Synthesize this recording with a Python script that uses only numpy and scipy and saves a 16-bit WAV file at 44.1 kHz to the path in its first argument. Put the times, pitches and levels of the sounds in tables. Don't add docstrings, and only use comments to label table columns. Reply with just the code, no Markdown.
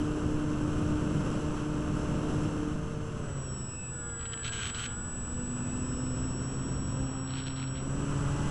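import sys
import numpy as np
from scipy import signal
from scipy.fft import rfft, irfft
from scipy.io import wavfile
from scipy.ndimage import uniform_filter1d

SR = 44100
rng = np.random.default_rng(int(sys.argv[2]) if len(sys.argv) > 2 else 0)


def transcribe(signal):
    frames = np.atleast_2d(signal).T
    limited = np.clip(frames, -1, 1)
    pcm = np.round(limited * 32767).astype(np.int16)
    wavfile.write(sys.argv[1], SR, pcm)


N = 374850
TIME = np.arange(N) / SR

# time_s, blade_hz
BLADE_RATE = [(0, 150.5), (3.13, 150.4), (3.26, 144.2), (3.4, 135.7), (3.5, 131.1), (3.65, 127.6),
              (3.82, 124.6), (4.07, 118.6), (4.48, 112.8), (4.62, 112.2), (4.86, 117.7), (4.98, 120.2),
              (5.17, 122.2), (5.62, 122.8), (5.78, 125.3), (6, 127.3), (6.2, 127.7), (6.4, 130.8),
              (6.62, 132.3), (7.74, 131.9), (8, 139.2), (8.2, 142), (8.5, 143.3)]
# time_s, blade_db, octave_db
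DRONE_LEVELS = [(0, -39, -33), (0.75, -39.5, -34.5), (1.1, -36, -37.5), (1.45, -42, -37.5),
                (2.1, -37.5, -38.5), (2.68, -39.5, -36), (2.85, -40.5, -48), (3.45, -40, -51),
                (3.85, -53, -57), (4.2, -53, -70), (4.6, -43, -54), (5.05, -54, -50), (5.5, -46, -38),
                (6, -43.5, -38.5), (6.4, -36.5, -43.5), (7.2, -39.5, -41), (7.75, -38.5, -42.5),
                (8.15, -34.5, -38), (8.5, -38, -43)]
# time_s, level_db
FOURTH_HARMONIC = [(0, -52), (0.65, -56), (1, -53), (1.6, -53), (2.1, -49.5), (2.6, -57), (3.3, -52),
                   (3.8, -61), (4.05, -51.5), (4.5, -56.5), (4.85, -58.5), (5.15, -69), (5.4, -50),
                   (5.62, -72), (6, -50), (6.5, -64.5), (7, -55), (7.35, -62), (7.9, -56), (8.5, -51)]
# time_s, level_db
SIXTH_HARMONIC = [(0, -58.5), (2.5, -55.5), (3.1, -71), (4.2, -76), (4.5, -63), (4.9, -72), (6.6, -78),
                  (7.15, -56.5), (7.5, -66), (7.9, -79), (8.35, -49.5), (8.5, -49)]
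# blade_multiple, level_db, share_of_octave_swell, speed_exponent
UPPER_HARMONICS = [(3, -47.5, 0, 10.1), (5, -63.5, 0, 2.7), (7, -66, 0.1, 7), (8, -60.5, 0.01, 3.7),
                   (9, -67, 0, 4), (10, -64, 0.24, 4.1)]

# blade_multiple, level_db
MAGNET_TONES = [(7, -63), (10, -66), (11, -66), (12, -58.5), (14, -53), (14.5, -67), (28, -60.5),
                (29.5, -56), (31, -81), (33.5, -74)]
# blade_hz, gain_db
HUM_GAIN = [(112, -4), (119, -1), (123, -9.5), (131, -9.5), (150, -10.5)]
# pitch_hz, gain_db
AIRFRAME_RESPONSE = [(790, -9), (835, 1.5), (1150, 7.5), (1340, 3), (1450, 10), (1530, -1), (1595, 0),
                     (1670, -1.5), (1720, 0), (1800, -5.5), (1900, -10), (2000, -1.5), (2150, -11),
                     (2400, -22), (2480, -3), (2590, 8.5), (2680, 2.5), (2850, -19), (3150, -8), (3300, -6),
                     (3470, -15), (3700, -8.5), (4100, -18), (5200, -11.5), (5310, 1.5), (5500, 4),
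                     (5720, -2), (5900, -7), (6150, -4), (6320, -7)]
# pitch_hz, gain_db
FALLING_BEAT_RESPONSE = [(1590, -4), (1660, -15), (1730, -16), (1810, -23), (1950, -23), (2100, -30),
                         (2270, -34), (2440, -28), (2560, -16), (2680, -15.5), (2800, -21.5), (3000, -26),
                         (3230, -20), (3560, -33), (4500, -35)]
# frequency_hz, density_db
FIZZ_SPECTRUM = [(6000, -30), (6900, -10), (7500, 4), (8150, 4), (8400, -12), (8750, -34)]

# time_s, force_db
HARD_KNOCKS = [(4.1003, -44), (4.194, -39), (4.2118, -37), (4.23, -36), (4.2553, -31), (4.2613, -34),
               (4.266, -35), (4.2992, -41), (4.3245, -37), (4.3333, -28.5), (4.3368, -29), (4.3403, -32),
               (4.376, -34), (4.394, -40), (4.4466, -34), (4.464, -32), (4.4812, -30), (4.534, -32),
               (4.6328, -26), (4.6685, -32), (4.747, -33), (7.277, -38), (7.307, -33.5), (7.3375, -34),
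               (7.356, -36), (7.3855, -34), (7.4015, -40), (7.4378, -40), (7.4676, -34), (7.474, -37),
               (7.482, -34), (7.5042, -36), (7.5338, -47), (7.5643, -41), (7.5813, -40), (7.5994, -33),
               (7.619, -36), (7.6277, -34), (7.6402, -35), (7.678, -39), (7.754, -41), (7.7695, -39),
               (7.777, -40)]
# start_s, end_s, force_db, edge_db (extra on the modes near 4 kHz)
BUZZ_BURSTS = [(4.202, 4.44, -52, -6), (4.447, 4.485, -31.5, 1.5), (4.522, 4.701, -31, -3),
               (4.746, 4.76, -32.5, 1), (4.776, 4.86, -31, -3.5), (4.88, 4.935, -45, -11),
               (7.288, 7.526, -48.5, 1.5), (7.315, 7.365, -46, 2), (7.372, 7.408, -38, 1),
               (7.455, 7.5, -42, 2.5), (7.56, 7.635, -43, 1.5), (7.677, 7.68, -47, 3),
               (7.748, 7.8, -45, -2)]
# pitch_hz, gain_db, t60_s
PART_MODES = [(1470, -8, 0.011), (2200, -8, 0.0038), (2650, -7, 0.0057), (3105, -3, 0.0076),
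              (3600, -9, 0.0038), (4050, -7, 0.0058), (4520, -16, 0.0033), (5580, -17, 0.0064),
              (6480, -16, 0.007), (7450, -19, 0.0094), (8250, -24, 0.0059), (8970, -24, 0.012),
              (12300, -24, 0.0044)]

# time_s, flow_db
FLOW_STRENGTH = [(0, 0.1), (0.5, -0.2), (1.25, 1.5), (1.75, -0.5), (2.42, 2), (2.85, -3.5), (3.35, -4),
                 (3.8, -9.5), (4.6, -6), (5.1, -6.5), (5.7, -3), (6.9, -3), (7.75, -4.5), (8.15, 2),
                 (8.5, 3)]
# frequency_hz, density_db
BUFFET_SPECTRUM = [(8, 5.5), (20, 0.5), (60, 4.5), (110, 3.5), (140, 3), (190, -6.5), (400, -50)]
# frequency_hz, density_db
EDDY_SPECTRUM = [(80, -17.5), (140, -7.5), (190, -1), (260, -5.5), (350, -8), (430, -12), (540, -14),
                 (700, -21), (1200, -44)]
# frequency_hz, density_db
RUSH_SPECTRUM = [(400, -22), (650, -5.5), (820, -2), (1000, 2.5), (1300, 4), (1550, 0.5), (1850, -10.5),
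                 (2300, -14), (2700, -4.5), (3150, -8), (3550, -17.5), (4300, -20), (5200, -25.5),
                 (8000, -59)]
# frequency_hz, density_db
HISS_SPECTRUM = [(3000, -4.5), (4800, -7.5), (5400, 4), (6300, 1.5), (6900, -2.5), (7650, 7), (8100, 1.5),
                 (8700, -13.5), (9500, -3.5), (11000, -10), (11800, -36), (12500, -43)]
# start_s, end_s, buffet_db, eddies_db, hiss_db
WIND_SWERVES = [(1.513, 1.688, -2, -4, 0), (3.555, 4.117, -1, 0.5, -0.5), (4.112, 4.95, -2.5, -3, -7),
                (7.14, 7.76, -3.5, -5, -8), (8.06, 8.7, 1.5, -5.5, 1)]
# time_s, pitch_hz, level_db
FAINT_WHISTLE = [(6.3, 955, -90), (6.65, 980, -60), (7, 1004, -56), (7.3, 954, -68), (7.65, 953, -62),
                 (7.95, 1010, -88)]


def propeller(blade_hz, passes):
    blade_db, octave_db = in_time(DRONE_LEVELS)
    shaken = passes + 0.0075 * drift(rate=30)
    drone = from_db(blade_db) * partial(shaken, flutter_db=-1.2, rate=17.5)
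    drone += from_db(octave_db) * partial(2 * shaken, flutter_db=1, rate=7)
    for k, levels in ((4, FOURTH_HARMONIC), (6, SIXTH_HARMONIC)):
        drone += from_db(in_time(levels)[0]) * partial(k * shaken, flutter_db=1.5, rate=8.2)
    swell_db = octave_db - octave_db.max()
    speed = blade_hz / blade_hz.max()
    for k, db, share, exponent in UPPER_HARMONICS:
        gain = from_db(db + share * swell_db) * speed ** exponent
        drone += gain * partial(k * shaken, flutter_db=1, rate=2.9)
    return drone


def motor(blade_hz, passes, braking_db=-2, cogging_db=-61):
    cog_steps = 42 * passes
    slowing_hz_per_s = -uniform_filter1d(np.gradient(blade_hz) * SR, size=SR // 10)
    braking = np.clip(slowing_hz_per_s / 49, 0, 1) ** 2
    hum_db = np.interp(blade_hz, *np.transpose(HUM_GAIN)) + braking_db * braking
    hum = from_db(hum_db) * sum(from_db(db) * radiated(k * passes) for k, db in MAGNET_TONES)
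    cogging = from_db(cogging_db) * radiated(cog_steps)
    return hum + cogging + speed_controller(blade_hz, cog_steps, slowing_hz_per_s)


def speed_controller(blade_hz, cog_steps, slowing_hz_per_s, switching_hz=7840, half_speed_db=-38):
    chops = switching_hz * TIME
    chopping = np.sin(np.pi * blade_hz / blade_hz.max())
    whistle = partial(chops, flutter_db=0.2, rate=27)
    fizz = from_db(-16.5) * noise(FIZZ_SPECTRUM)
    rising = from_db(-23.5) * radiated(chops - cog_steps)
    falling = radiated(2 * cog_steps - chops, FALLING_BEAT_RESPONSE)
    swell = from_db(2.5 * np.clip(slowing_hz_per_s / 12, -1, 1))
    return from_db(half_speed_db) * chopping * (whistle + fizz + swell * (rising + falling))


def radiated(cycles, resonances=AIRFRAME_RESPONSE):
    pitch_hz = np.gradient(cycles) * SR
    return from_db(at_hz(resonances, pitch_hz)) * partial(cycles, flutter_db=0.9, rate=14)


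def airflow(passes):
    flow_db, = in_time(FLOW_STRENGTH)
    buffet_db, eddies_db, hiss_db = swerves()
    wash = rms_one(sum(np.cos(np.pi * k * passes) for k in range(1, 5)))
    gusts = drift(rate=16)
    buffet = from_db(-35.5 + 0.55 * flow_db + buffet_db + 0.46 * drift(rate=1.9)) * noise(BUFFET_SPECTRUM)
    eddies = from_db(-36.5 + 1.335 * flow_db + eddies_db + 0.5 * gusts) * noise(EDDY_SPECTRUM)
    rush = from_db(-46 + 0.97 * flow_db + 0.5 * gusts + 0.26 * wash) * noise(RUSH_SPECTRUM)
    hiss = from_db(-55 + 0.95 * flow_db + hiss_db + 0.59 * gusts + 0.76 * wash) * noise(HISS_SPECTRUM)
    return buffet + eddies + rush + hiss


def swerves(ease_s=0.24):
    return sum(np.outer(db, np.clip(0.5 + np.minimum(TIME - start, end - TIME) / ease_s, 0, 1))
               for start, end, *db in WIND_SWERVES)


def loose_part(passes):
    buzz_db, edge_db = bursts()
    gentle_db = 0.72 * (buzz_db - buzz_db.max())
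    contact = contacts(passes, buzz_db, gentle_db)
    soft_edge = signal.butter(2, 5800, fs=SR, output="sos")
    buzz = np.zeros(N)
    for hz, mode_db, t60 in PART_MODES:
        strikes = contact * from_db(mode_db) * rng.choice([-1., 1.], N)
        if hz > 5000:
            dulling_db = gentle_db * min((hz - 2000) / 5000, 1)
            buzz += ring(strikes * from_db(dulling_db), hz, t60)
        else:
            edge = from_db(edge_db * (hz > 3400))
            buzz += signal.sosfilt(soft_edge, ring(strikes * edge, hz, t60))
    return signal.sosfilt(signal.butter(3, [1100, 10500], "band", fs=SR, output="sos"), buzz)


def contacts(passes, buzz_db, gentle_db, scatter_s=0.0003, rebound_s=0.0011, ticks_per_s=410):
    beats = np.flatnonzero(np.diff(np.floor(2 * passes)))
    way_back = np.arange(len(beats)) % 2
    time_chance, force_chance = rng.standard_normal((len(beats), 2)).T
    spread_db = 1.5 + 0.12 * np.minimum(-gentle_db[beats], 10)
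    tap_db = buzz_db[beats] + way_back * gentle_db[beats] + spread_db * force_chance
    knock_s, knock_db = np.transpose(HARD_KNOCKS)
    strike_s = np.r_[beats / SR + scatter_s * time_chance, knock_s]
    force_db = np.r_[tap_db, knock_db]
    taps = clicks_at(strike_s, force_db)
    bounce_s = strike_s + rebound_s * rng.uniform(0.5, 1.5, len(strike_s))
    rebounds = clicks_at(bounce_s, force_db - 6) * from_db(0.5 * gentle_db)
    ticking = rng.random(N) < ticks_per_s / SR
    ticks = ticking * from_db(np.minimum(buzz_db, -45) + 2 * rng.standard_normal(N))
    return taps + rebounds + ticks + from_db(-10) * chatter(taps)


def chatter(taps, decay_s=0.0013):
    r = np.exp(-1 / (decay_s * SR))
    return signal.lfilter([0, np.sqrt(1 - r * r)], [1, -r], taps + 1e-18)


def bursts(rise_db_per_s=900, fall_db_per_s=600):
    levels = np.array([db - rise_db_per_s * np.maximum(start - TIME, 0)
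                       - fall_db_per_s * np.maximum(TIME - end, 0) for start, end, db, _ in BUZZ_BURSTS])
    edge_db = np.array(BUZZ_BURSTS)[levels.argmax(axis=0), 3]
    return np.maximum(levels.max(axis=0), -120), edge_db


def stray_whistle():
    hz, db = in_time(FAINT_WHISTLE)
    return from_db(db) * partial(np.cumsum(hz) / SR, flutter_db=4, rate=10)


def from_db(db):
    return 10 ** (np.asarray(db) / 20)


def rms_one(x):
    return x / np.sqrt(np.mean(x ** 2) + 1e-20)


def in_time(rows):
    time_s, *columns = np.transpose(rows)
    return [np.interp(TIME, time_s, column) for column in columns]


def at_hz(points, hz):
    point_hz, db = np.transpose(points)
    return np.interp(np.log(np.maximum(hz, 1)), np.log(point_hz), db)


def noise(spectrum):
    hz = np.arange(N // 2 + 1) * SR / N
    skirt = 1 / np.maximum(1, hz / spectrum[-1][0]) ** 2
    white = rfft(rng.standard_normal(N))
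    return rms_one(irfft(white * from_db(at_hz(spectrum, hz)) * skirt, N))


def drift(rate, hop=40):
    r = np.exp(-2 * np.pi * hop * rate / SR)
    slow = signal.lfilter([1], [1, -2 * r, r * r], rng.standard_normal(N // hop + 2002))[2000:]
    return np.interp(np.arange(N) / hop, np.arange(len(slow)), rms_one(slow))


def partial(cycles, flutter_db, rate):
    return np.sqrt(2) * np.sin(2 * np.pi * (cycles + rng.random())) * from_db(flutter_db * drift(rate))


def ring(clicks, hz, t60):
    r, w = from_db(-60 / (t60 * SR)), 2 * np.pi * hz / SR
    return signal.lfilter([0, np.sin(w)], [1, -2 * r * np.cos(w), r * r], clicks + 1e-18)


def clicks_at(time_s, db):
    clicks = np.zeros(N)
    clicks[np.clip((time_s * SR).astype(int), 0, N - 1)] = from_db(db)
    return clicks


def scene():
    blade_hz, = in_time(BLADE_RATE)
    passes = np.cumsum(blade_hz * (1 + 0.000413 * drift(rate=8.67))) / SR
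    drive = propeller(blade_hz, passes) + motor(blade_hz, passes)
    return (drive + airflow(passes) + stray_whistle() + loose_part(passes))[None]


def record(dry):
    return signal.sosfilt(signal.ellip(10, 0.1, 80, 12400, fs=SR, output="sos"), dry)


dry = scene()
out = record(dry)
transcribe(out)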